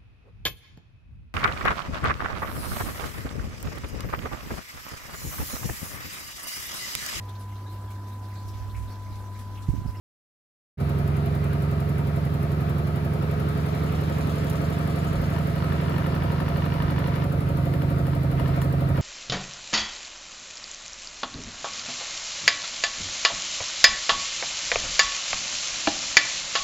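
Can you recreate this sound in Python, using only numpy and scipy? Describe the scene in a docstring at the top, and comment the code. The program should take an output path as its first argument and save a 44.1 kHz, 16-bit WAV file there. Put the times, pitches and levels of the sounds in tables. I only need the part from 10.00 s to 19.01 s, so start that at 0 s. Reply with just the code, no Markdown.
"""Washer spinning up

A front-loading washer speeds up its spin, heard from close to the door after a silent start and a short fade-in.
Impulses locked to drum angle ring the modes of cabinet, panels and door: the unbalanced tub jolts each turn.
Shaped noise makes the roar of air and bearings, the throbbing drum shell and the hiss of the seal, which ticks.
A loose part buzzes in spells, as taps and scratches through damped modes, over sine lines of mains hum.
"""
import sys
import numpy as np
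from scipy import signal
from scipy.fft import rfft, irfft, next_fast_len
from scipy.io import wavfile
from scipy.ndimage import uniform_filter1d

SR = 44100
rng = np.random.default_rng(int(sys.argv[2]) if len(sys.argv) > 2 else 0)


def unload_wav(signal):
    """Save mono or channel-first audio to the path in sys.argv[1] as 16-bit WAV at rate SR, clipped to [-1, 1]."""
    wavfile.write(
        sys.argv[1],
        SR,
        np.round(np.clip(np.atleast_2d(signal).T, -1, 1) * 32767).astype(np.int16),
    )


def how_loud(loudness_db):
    """Turn decibels into a plain amplitude multiplier (0 dB gives 1, 20 dB gives 10)."""
    steps = np.asarray(loudness_db, float) / 20
    return 10 ** steps


N = 397341  # length [samples]


def evened(x):
    """Normalization: scales a signal to rms 1."""
    return x / np.sqrt(np.mean(x ** 2) + 1e-20)


def read(points, hz):
    """Spectral interpolation: reads a (frequency, value) table on a log-frequency axis."""
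    f, value = np.transpose(points)
    return np.interp(np.log(hz + 1), np.log(f + 1), value)


def curve(table, axis):
    """Linear interpolation: one column of a time table at every sample, held beyond its ends."""
    rows = np.array(table)
    return np.interp(np.arange(N) / SR, rows[:, 0], rows[:, axis])


# drum speed: (time [s], rate [turns/s])
DRUM_SPEED = [(0.8, 10.890), (2.0, 11.158), (3.5, 11.427), (5.0, 11.675), (6.5, 11.904), (8.0, 12.121),
              (9.01, 12.260)]


def turns():
    """Rotation: drum angle [turns] is the integral of speed, zero at the first row's time."""
    angle = np.cumsum(curve(DRUM_SPEED, axis=1)) / SR
    return angle - angle[round(DRUM_SPEED[0][0] * SR)]


def speed_share():
    """Relative speed: 0 at the lowest drum speed, 1 at the highest."""
    lowest, highest = DRUM_SPEED[0][1], DRUM_SPEED[-1][1]
    return (curve(DRUM_SPEED, axis=1) - lowest) / (highest - lowest)


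def grown(level, law=1):
    """Speed-dependent excitation: level is (dB at the lowest speed, dB gained at the highest)."""
    return level[0] + level[1] * speed_share() ** law


def wandering(angle, spread):
    """Angular jitter: shifts the angle by random amounts, one per turn, joined by straight lines."""
    shifts = rng.standard_normal(200)
    return angle + spread * np.interp(angle, np.arange(-20, 180), shifts)


def jolts(angle, table, spread):
    """Periodic excitation: an impulse at each passage of a tabled angle, its size scattered by spread."""
    train = np.zeros(N)
    for turn, push in table:
        passed = np.floor(angle - turn)
        train += push * np.diff(passed, prepend=passed[0])
    return train * (1 + spread * rng.standard_normal(N))


def ring(modes):
    """Modal response: decaying sines (frequency [Hz], swing, t60 [s]) set off by one blow."""
    t = np.arange(SR // 2) / SR
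    return sum(swing * how_loud(-60 * t / t60) * np.sin(2 * np.pi * hz * t) for hz, swing, t60 in modes)


def damped(peaks):
    """Bandwidth-decay relation: resonance peaks become modes of alternating sign, t60 = ln(1000)/(pi width)."""
    modes = []
    for k, (hz, width, db) in enumerate(peaks):
        swing = (-1) ** k * how_loud(db) * width
        modes.append((hz, swing, np.log(1000) / np.pi / width))
    return modes


def struck(blows, response):
    """Linear superposition: every blow sets off the same response."""
    return signal.oaconvolve(blows, response)[:N]


def ports(x, lag_s, right_db, shift=0.):
    """Interchannel delay: the right microphone hears x lag_s later, right_db louder, turned by shift [radians]."""
    size = next_fast_len(N)
    hz = np.fft.rfftfreq(size, 1 / SR)
    right = irfft(rfft(x, size) * np.exp(-1j * (2 * np.pi * hz * lag_s + shift)), size)[:N]
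    return np.array([x, right]) * how_loud(np.array([[-right_db], [right_db]]) / 2)


def noise(spectrum, patchy_db):
    """Spectral shaping: random noise of a given colour, its level drifting in time-frequency patches."""
    frames, hz = N // 256 + 5, np.fft.rfftfreq(1024, 1 / SR)
    a, b, patches = rng.standard_normal((frames, 513, 3)).T
    patches = uniform_filter1d(patches, size=10, axis=0)
    patches = evened(uniform_filter1d(patches, size=12, axis=1))
    z = (a + 1j * b) * how_loud(read(spectrum, hz)[:, None] + patchy_db * patches)
    return signal.istft(z, nperseg=1024, noverlap=768)[1][:N]


# jolts of the tub on springs and dampers: (angle [turns], signed relative push [-])
TUB_JOLTS = [(0.9971, -0.685), (0.0354, -0.681), (0.1528, 1.111), (0.3077, 0.236), (0.4659, -0.242),
             (0.5548, -0.732), (0.5862, -0.708), (0.6391, -1.08), (0.6942, 0.29), (0.7397, 0.519),
             (0.9424, -0.139)]
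# cabinet modes as heard at the door: (frequency [Hz], relative swing per push [-], t60 [s])
CABINET_MODES = [(55.6, 0.0026, 0.6), (65.9, -0.067, 0.08), (73.6, -0.0673, 0.455), (93.4, -0.0866, 0.6),
                 (87.3, 0.3168, 0.086), (125.8, -0.0144, 0.441), (134.1, 0.0264, 0.6),
                 (140.8, 0.0207, 0.509), (161.1, -0.0995, 0.062), (176.3, -0.0167, 0.283),
                 (212.5, 0.051, 0.088), (226.7, -0.048, 0.09), (257.7, -0.0009, 0.6), (290.2, -0.0026, 0.6),
                 (300.3, -0.0171, 0.102), (351.1, 0.0032, 0.6)]
# motor tone, which wavers and weakens late in the spin-up: (time [s], level [dB])
WHINE_LEVEL = [(.8, -41.5), (1.6, -40.5), (2.5, -42.5), (3.6, -40), (4.6, -43.5), (5.6, -46), (6.3, -49),
               (7, -51), (9.01, -47)]
# steady drum orders beside the motor tone: (multiple of drum speed [-], level [dB])
DRUM_ORDERS = [(36, -53)]
WHINE_ORDER = 37  # motor tone as a multiple of drum speed
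JOLT_DB = (1.43, -0.33)  # at the lowest speed, gained at the highest


def cabinet(angle):
    """Forced vibration: jolts repeated each turn ring the cabinet as a drone; motor tones follow the speed."""
    drone = struck(jolts(angle, TUB_JOLTS, spread=.04) * how_loud(grown(JOLT_DB)), ring(CABINET_MODES))
    whine = np.sqrt(2) * how_loud(curve(WHINE_LEVEL, axis=1)) * np.sin(2 * np.pi * WHINE_ORDER * angle)
    for order, db in DRUM_ORDERS:
        drone += np.sqrt(2) * how_loud(db) * np.sin(2 * np.pi * order * angle)
    return ports(drone, 0.00017, 3.2) + ports(whine, 0.00038, 0.48)


# slaps of the tub against the panels: (angle [turns], relative push [-])
PANEL_SLAPS = [(.04, 0.76), (.17, 0.64), (.26, 1.08), (0.519, .7), (0.752, 0.11)]
# thin panel resonances: (frequency [Hz], width [Hz], relative peak level [dB])
PANEL_MODES = [(349.4, 4.3, 15), (379.7, 11, 6.5), (432, 24.28, -1), (472.5, 19.3, 2.5), (675, 14, 7.5),
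               (937, 21, -5.5), (1160, 11, -3), (1279, 23, 2.5)]
SLAP_DB = (-45, 4)  # at the lowest speed, gained at the highest


def panels(angle):
    """Impact excitation: slaps that vary a little from turn to turn ring the thin panels."""
    slaps = jolts(angle, PANEL_SLAPS, spread=.07)
    unit = evened(struck(slaps, ring(damped(PANEL_MODES))))
    return ports(unit * how_loud(grown(SLAP_DB)), 0.00004, 0.24)


# door resonances: (frequency [Hz], width [Hz], relative peak level [dB])
DOOR_MODES = [(667.5, 40, 0), (668.3, 43, 0), (552, 30, -2), (552.6, 33, -2)]
# thumps of the tub on the front panel: (angle [turns], signed relative push [-])
FRONT_THUMPS = [(0.9934, 1.282), (0.1165, -2.25), (0.3134, 0.248), (0.4684, 0.864), (0.5469, 0.843),
                (0.6652, 0.762), (0.7954, -0.243), (0.8831, -0.363)]
# front panel modes: (frequency [Hz], relative swing per push [-], t60 [s])
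FRONT_MODES = [(221.7, -0.0108, 0.04), (254.1, -0.0095, 0.04), (288.7, -0.0023, 0.347),
               (312.2, 0.0066, 0.04), (344.1, 0.0004, 0.6), (414.1, 0.0224, 0.04), (410.0, -0.01, 0.066),
               (434.2, -0.0051, 0.067), (463.6, -0.0001, 0.6), (493.4, -0.0016, 0.236),
               (524.7, 0.0069, 0.197), (524.4, -0.0093, 0.16), (560.3, 0.0025, 0.167)]
KNOCK_TURN, KNOCK_WANDER = .2, .004  # angle and its jitter [turns]
KNOCK_DB, THUMP_DB = (-50, 9), (0, 7.1)  # at the lowest speed, gained at the highest
KNOCK_LAW = 1.8  # power of the speed share: the knock grows late


def door(angle):
    """Modal excitation: the tub nudges the door once a turn and thumps the front panel at several angles."""
    nudges = jolts(wandering(angle, KNOCK_WANDER), [(KNOCK_TURN, 1)], spread=.06)
    knocks = how_loud(grown(KNOCK_DB, KNOCK_LAW)) * evened(struck(nudges, ring(damped(DOOR_MODES))))
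    blows = jolts(angle, FRONT_THUMPS, spread=.03) * how_loud(grown(THUMP_DB))
    thumps = struck(blows, ring(FRONT_MODES))
    return ports(knocks, 0.00034, 1.0) + ports(thumps, 0.00012, 0.24)


# likeness of left and right noise: (frequency [Hz], shared part of the power [-])
ROAR_LIKENESS = [(60, 0.72), (250, 0.95), (600, 0.68), (1200, 0.33), (3000, 0.11), (6000, 0.24)]


def wide(spectrum, lag_s):
    """Partial coherence: noise shared by both microphones, reaching the left first, plus separate noises."""
    hz = np.geomspace(20, 16000, 60)
    share = np.clip(read(ROAR_LIKENESS, hz), .01, .99)
    colours = []
    for part in (share, 1 - share, 1 - share):
        colours.append(list(zip(hz, read(spectrum, hz) + 10 * np.log10(part))))
    shared, left, right = (noise(colour, patchy_db=1.6) for colour in colours)
    separate = np.array([left, right]) * how_loud([[.7], [-.7]])
    return evened(ports(shared, lag_s, 0.12) + separate)


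DRAG_S = (2.93, 4.35, 7.25)  # start, top and end of the dragging [s]


def drag():
    """Friction envelope: how hard the seal drags, 0-1, in a smooth rise and fall."""
    return np.sin(np.pi / 2 * np.interp(np.arange(N) / SR, DRAG_S, [0, 1, 0])) ** 2


# colour of air and bearing noise: (frequency [Hz], relative density [dB per Hz])
ROAR_COLOUR = [(400, -20.5), (700, -25), (850, -29), (1050, -26.5), (1300, -24), (1500, -29.5), (1900, -32),
               (2400, -35), (3380, -41.5), (4290, -42), (6000, -51.5), (9000, -71), (12000, -100)]
# colour of the steady rumble: (frequency [Hz], relative density [dB per Hz])
RUMBLE_COLOUR = [(30, -17), (60, 4), (110, -2), (150, -2), (270, -7), (420, -10), (550, -9), (750, -10),
                 (1100, -74), (3000, -100)]
# spells of buzzing at mains rate: (start [s], length [s], relative stroke level [dB], lift of the roar [dB])
BUZZ_SPELLS = [(5.326, 0.057, -28, 4), (5.55, 1.69, -26.5, 3.5), (8.38, 0.256, -33.5, 2.5),
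               (8.948, 0.086, -36, 3)]
ROAR_DB = (-36, 0.5)  # at the lowest speed, gained at the highest
RUMBLE_DB, DRAG_ROAR_DB = -39.5, 3  # rumble level, lift of the roar at the top of the drag
SPELL_EDGE_S = 0.03  # rise and fall of the lift


def roar(angle):
    """Amplitude modulation: air and bearing noise swells once a turn, lifted by drag and buzz, over a rumble."""
    t = np.arange(N) / SR
    swell_db = 1.07 * np.cos(2 * np.pi * (angle - .02))
    buzz_db = np.zeros(N)
    for start, length, _, spell_db in BUZZ_SPELLS:
        inside_s = np.minimum(t - start, start + length - t)
        buzz_db += spell_db * np.clip(inside_s / SPELL_EDGE_S + .5, 0, 1)
    lift_db = np.maximum(buzz_db, DRAG_ROAR_DB * np.sqrt(drag()))
    moving = how_loud(grown(ROAR_DB) + lift_db + swell_db) * wide(ROAR_COLOUR, 0.000512)
    return moving + how_loud(RUMBLE_DB) * wide(RUMBLE_COLOUR, 0.000062)


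# drum shell resonances kept alive by bearing noise: (frequency [Hz], width [Hz], relative band level [dB])
SHELL_BANDS = [(549, 40, -59), (680, 45, -49), (930, 45, -54), (1170, 48, -60), (1294, 70, -56),
               (2028, 50, -62), (2360, 45, -63)]
SHELL_DB = (1.5, 0.5)  # lift at the lowest speed, gained at the highest
SHELL_THROB_DB, SHELL_TURN = 3, .3  # throb, and the angle where it is loudest [turns]


def shell(angle):
    """Resonant filtering: noise through narrow fixed resonances gives fuzzy bands that throb once a turn."""
    bands = np.zeros(N)
    for hz, width, db in SHELL_BANDS:
        response = ring(damped([(hz, width, 0)]))[:8000]
        bands += how_loud(db) * evened(struck(rng.standard_normal(N), response))
    throb_db = SHELL_THROB_DB * np.cos(2 * np.pi * (angle - SHELL_TURN))
    return ports(how_loud(grown(SHELL_DB) + throb_db) * bands, 0.00026, -7.5)


# colour of the seal's hiss: (frequency [Hz], relative density [dB per Hz])
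HISS_COLOUR = [(4500, -8), (6500, -10), (9000, -4), (12000, -5.5), (14500, -0.5), (15600, -1), (15900, -60)]
# tick of the seal and its bounces: (angle [turns], relative push [-])
SEAL_TICKS = [(.012, .3), (.021, 1), (.047, .5), (.066, .4)]
# what the tick rings: (frequency [Hz], width [Hz], relative peak level [dB])
TICK_MODES = [(5400, 260, -50), (8000, 200, -1), (9300, 400, -5), (10600, 630, 2.5), (12300, 500, 3),
              (12600, 450, -4), (13440, 450, 5), (14600, 450, -9), (15500, 400, -9)]
# colour of the dragging seal: (frequency [Hz], relative density [dB per Hz])
DRAG_COLOUR = [(1500, -14), (3000, 15), (6000, 8), (9000, 6.5), (14500, 5), (15700, -6), (16000, -40)]
# single clicks with a puff of hiss: (time [s], relative treble level [dB], middle against treble [dB])
SINGLE_CLICKS = [(4.498, -27, -15), (8.617, -28.5, 4.5)]
HISS_DB = (-56, 1)  # at the lowest speed, gained at the highest
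TICK_DB, TICK_WANDER = -61.5, .002  # level, jitter of the angle [turns]
PUFF_DB, PUFF_TURN, PUFF_T60 = -49.5, 0.03, 0.07  # level, angle [turns], first decay [s]
DRAG_HISS_DB, DRAG_TURN, DRAG_T60 = -45.5, .3, 0.39  # level, second angle [turns], decay [s]


def seal(angle):
    """Frictional noise: hiss at the door seal, with a tick and a puff each turn, right of the microphones."""
    t, speed = np.arange(N) / SR, curve(DRUM_SPEED, axis=1)
    since_puff = (angle - PUFF_TURN) % 1 / speed
    since_drag = (angle - DRAG_TURN) % 1 / speed
    # each puff dies away fast, then slowly
    puff = how_loud(PUFF_DB) * (how_loud(-60 * since_puff / PUFF_T60) + 0.32 * how_loud(-60 * since_puff / 0.32))
    for at, db, _ in SINGLE_CLICKS:
        puff += how_loud(db - 7.0) * how_loud(-60 * np.clip(t - at, 0, 1) / 0.063) * (t >= at)
    envelope = np.hypot(how_loud(grown(HISS_DB)), puff)
    near, left, right = (envelope * evened(noise(HISS_COLOUR, patchy_db=1.5)) for _ in range(3))
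    ticks = jolts(wandering(angle, TICK_WANDER), SEAL_TICKS, spread=.06)
    near += how_loud(TICK_DB) * evened(struck(ticks, ring(damped(TICK_MODES))[:1000]))
    drag_level = drag() * how_loud(DRAG_HISS_DB - 60 * since_drag / DRAG_T60)
    near += drag_level * evened(noise(DRAG_COLOUR, patchy_db=2.5))
    return ports(near, -.000315, -.1, shift=1.41) + .04 * np.array([left, right])


MAINS_S = .01998  # mains period, also the spacing of buzz strokes [s]
# hum lines: (multiple of mains rate [-], relative level [dB])
HUM_LINES = [(1, -34.5), (2, -33.5)]
# onset and growth of the hum: (time [s], relative level [dB])
HUM_RISE = [(.8, -48), (4.4, -41), (5.2, -11), (7.4, -6.5), (9.01, -4)]
HUM_WAVER_DB = 5  # rms of the wavering


def hum():
    """Harmonic synthesis: wavering lines at mains rate and its double, likely the drain pump.
    They are faint at first, come up quickly near 5 s, then keep growing."""
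    t = np.arange(N) / SR
    waver = uniform_filter1d(rng.standard_normal((len(HUM_LINES), 200)), size=3, axis=1)
    lines = np.zeros(N)
    for (order, db), slow in zip(HUM_LINES, waver):
        waver_db = HUM_WAVER_DB * np.interp(t, np.linspace(0, N / SR, num=200), evened(slow))
        lines += how_loud(db + waver_db) * np.sin(2 * np.pi * round(order) * t / MAINS_S)
    return ports(np.sqrt(2) * how_loud(curve(HUM_RISE, axis=1)) * lines, 0.00012, 2.5)


FIRST_STROKE_S, STROKE_JITTER_S = .0081, .0004  # phase and timing scatter of the strokes
BUZZ_TURN, TOUCH_DB = 0.85, 3.5  # angle where the part touches most [turns], swing of level
DRAG_BLOW_DB, SCATTER_DB = -38, 1.5  # relative blow at the top of the drag, scatter of all these blows


def strokes(angle):
    """Periodic contact: (time [s], level [dB]) of mains-rate strokes in each spell and one blow a turn in the drag."""
    grid = np.arange(FIRST_STROKE_S, N / SR, MAINS_S)
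    touch_db = TOUCH_DB * np.cos(2 * np.pi * (angle[(grid * SR).astype(int)] - BUZZ_TURN))
    touch_db = touch_db + SCATTER_DB * rng.standard_normal(len(grid))
    grid = grid + STROKE_JITTER_S * rng.standard_normal(len(grid))
    buzz = []
    for start, length, db, _ in BUZZ_SPELLS:
        buzz += [(at, db + touch) for at, touch in zip(grid, touch_db) if start <= at < start + length]
    passes = np.flatnonzero(np.diff(np.floor(angle - DRAG_TURN)))
    drag_db = DRAG_BLOW_DB + 20 * np.log10(drag()[passes] + 1e-4)
    drag_db = drag_db + SCATTER_DB * rng.standard_normal(len(passes))
    return buzz + list(zip(passes / SR, drag_db))


# single loud rattles of the loose part: (time [s], relative level [dB])
SINGLE_RATTLES = [(3.974, -33), (5.6235, -33), (5.7223, -30), (5.863, -32), (5.9628, -26), (6.1224, -29),
                  (6.2225, -26), (6.4013, -26), (6.622, -26), (6.7211, -24), (6.8213, -21), (7.0418, -21),
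                  (7.062, -24), (7.1406, -30), (7.1596, -23), (7.24, -30), (7.6605, -35), (7.738, -24.5),
                  (7.819, -24.5), (8.068, -25.5), (8.133, -27), (8.322, -29), (8.397, -22), (8.458, -25),
                  (8.501, -37), (8.946, -36), (8.977, -22.5)]
# loose part resonances: (frequency [Hz], width before extra damping [Hz], relative level [dB])
LOOSE_PART_MODES = [(966, 24, 0.5), (1385, 65, -7), (1800, 22, -4), (2300, 75, -15), (2870, 81, -10.5),
                    (3510, 93, -17.5), (4350, 90, -19), (5230, 180, -26)]
TAP, SCRATCH, SCRATCH_T60 = 7, .4, .03  # relative sizes, decay of the scratch [s]


def rattles(angle):
    """Impact and friction: a loose part chatters, each tap with a short scratch ringing small, damped modes."""
    clicks = [(at, db + middle_db) for at, db, middle_db in SINGLE_CLICKS]
    blows = SINGLE_RATTLES + clicks + strokes(angle)
    decay = how_loud(-60 * np.arange(400) / SR / SCRATCH_T60)
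    scratches = SCRATCH * rng.standard_normal((len(blows), 2, 400)) * decay
    scratches[:, :, 0] = TAP
    train = np.zeros((2, N + 400))
    for (at, db), blow in zip(blows, scratches):
        first = round(at * SR)
        train[:, first:first + 400] += how_loud(db) * blow
    # 50 Hz of extra width damps every mode
    body = ring(damped([(hz, width + 50, db) for hz, width, db in LOOSE_PART_MODES]))[:2000]
    sound = signal.oaconvolve(train, body[None] / np.linalg.norm(body), axes=1)[:, :N]
    return np.array([sound[0], np.roll(sound[1], shift=2)]) * how_loud([[-4.5], [-6.5]])


def scene():
    """Superposition: all parts of the machine add up, most of them locked to one drum angle."""
    angle = turns()
    drum = cabinet(angle) + panels(angle) + door(angle) + roar(angle) + shell(angle)
    return drum + seal(angle) + hum() + rattles(angle)


def top_cut(x):
    """Nothing passes above the cut-off."""
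    return signal.sosfilt(signal.butter(12, 16030, fs=SR, output="sos"), x)


# fade-in: (time [s], gain [-])
FADE_IN = [(.772, 0), (.786, 0.29), (.812, 0.89)]


def record(dry):
    """High-pass response: the microphones drop the lowest bass, and the sound fades in."""
    bass_cut = signal.butter(N=4, Wn=40, btype="high", fs=SR, output="sos")
    heard = signal.sosfiltfilt(bass_cut, dry)
    return top_cut(heard * curve(FADE_IN, axis=1))


dry = scene()
out = record(dry)
unload_wav(out)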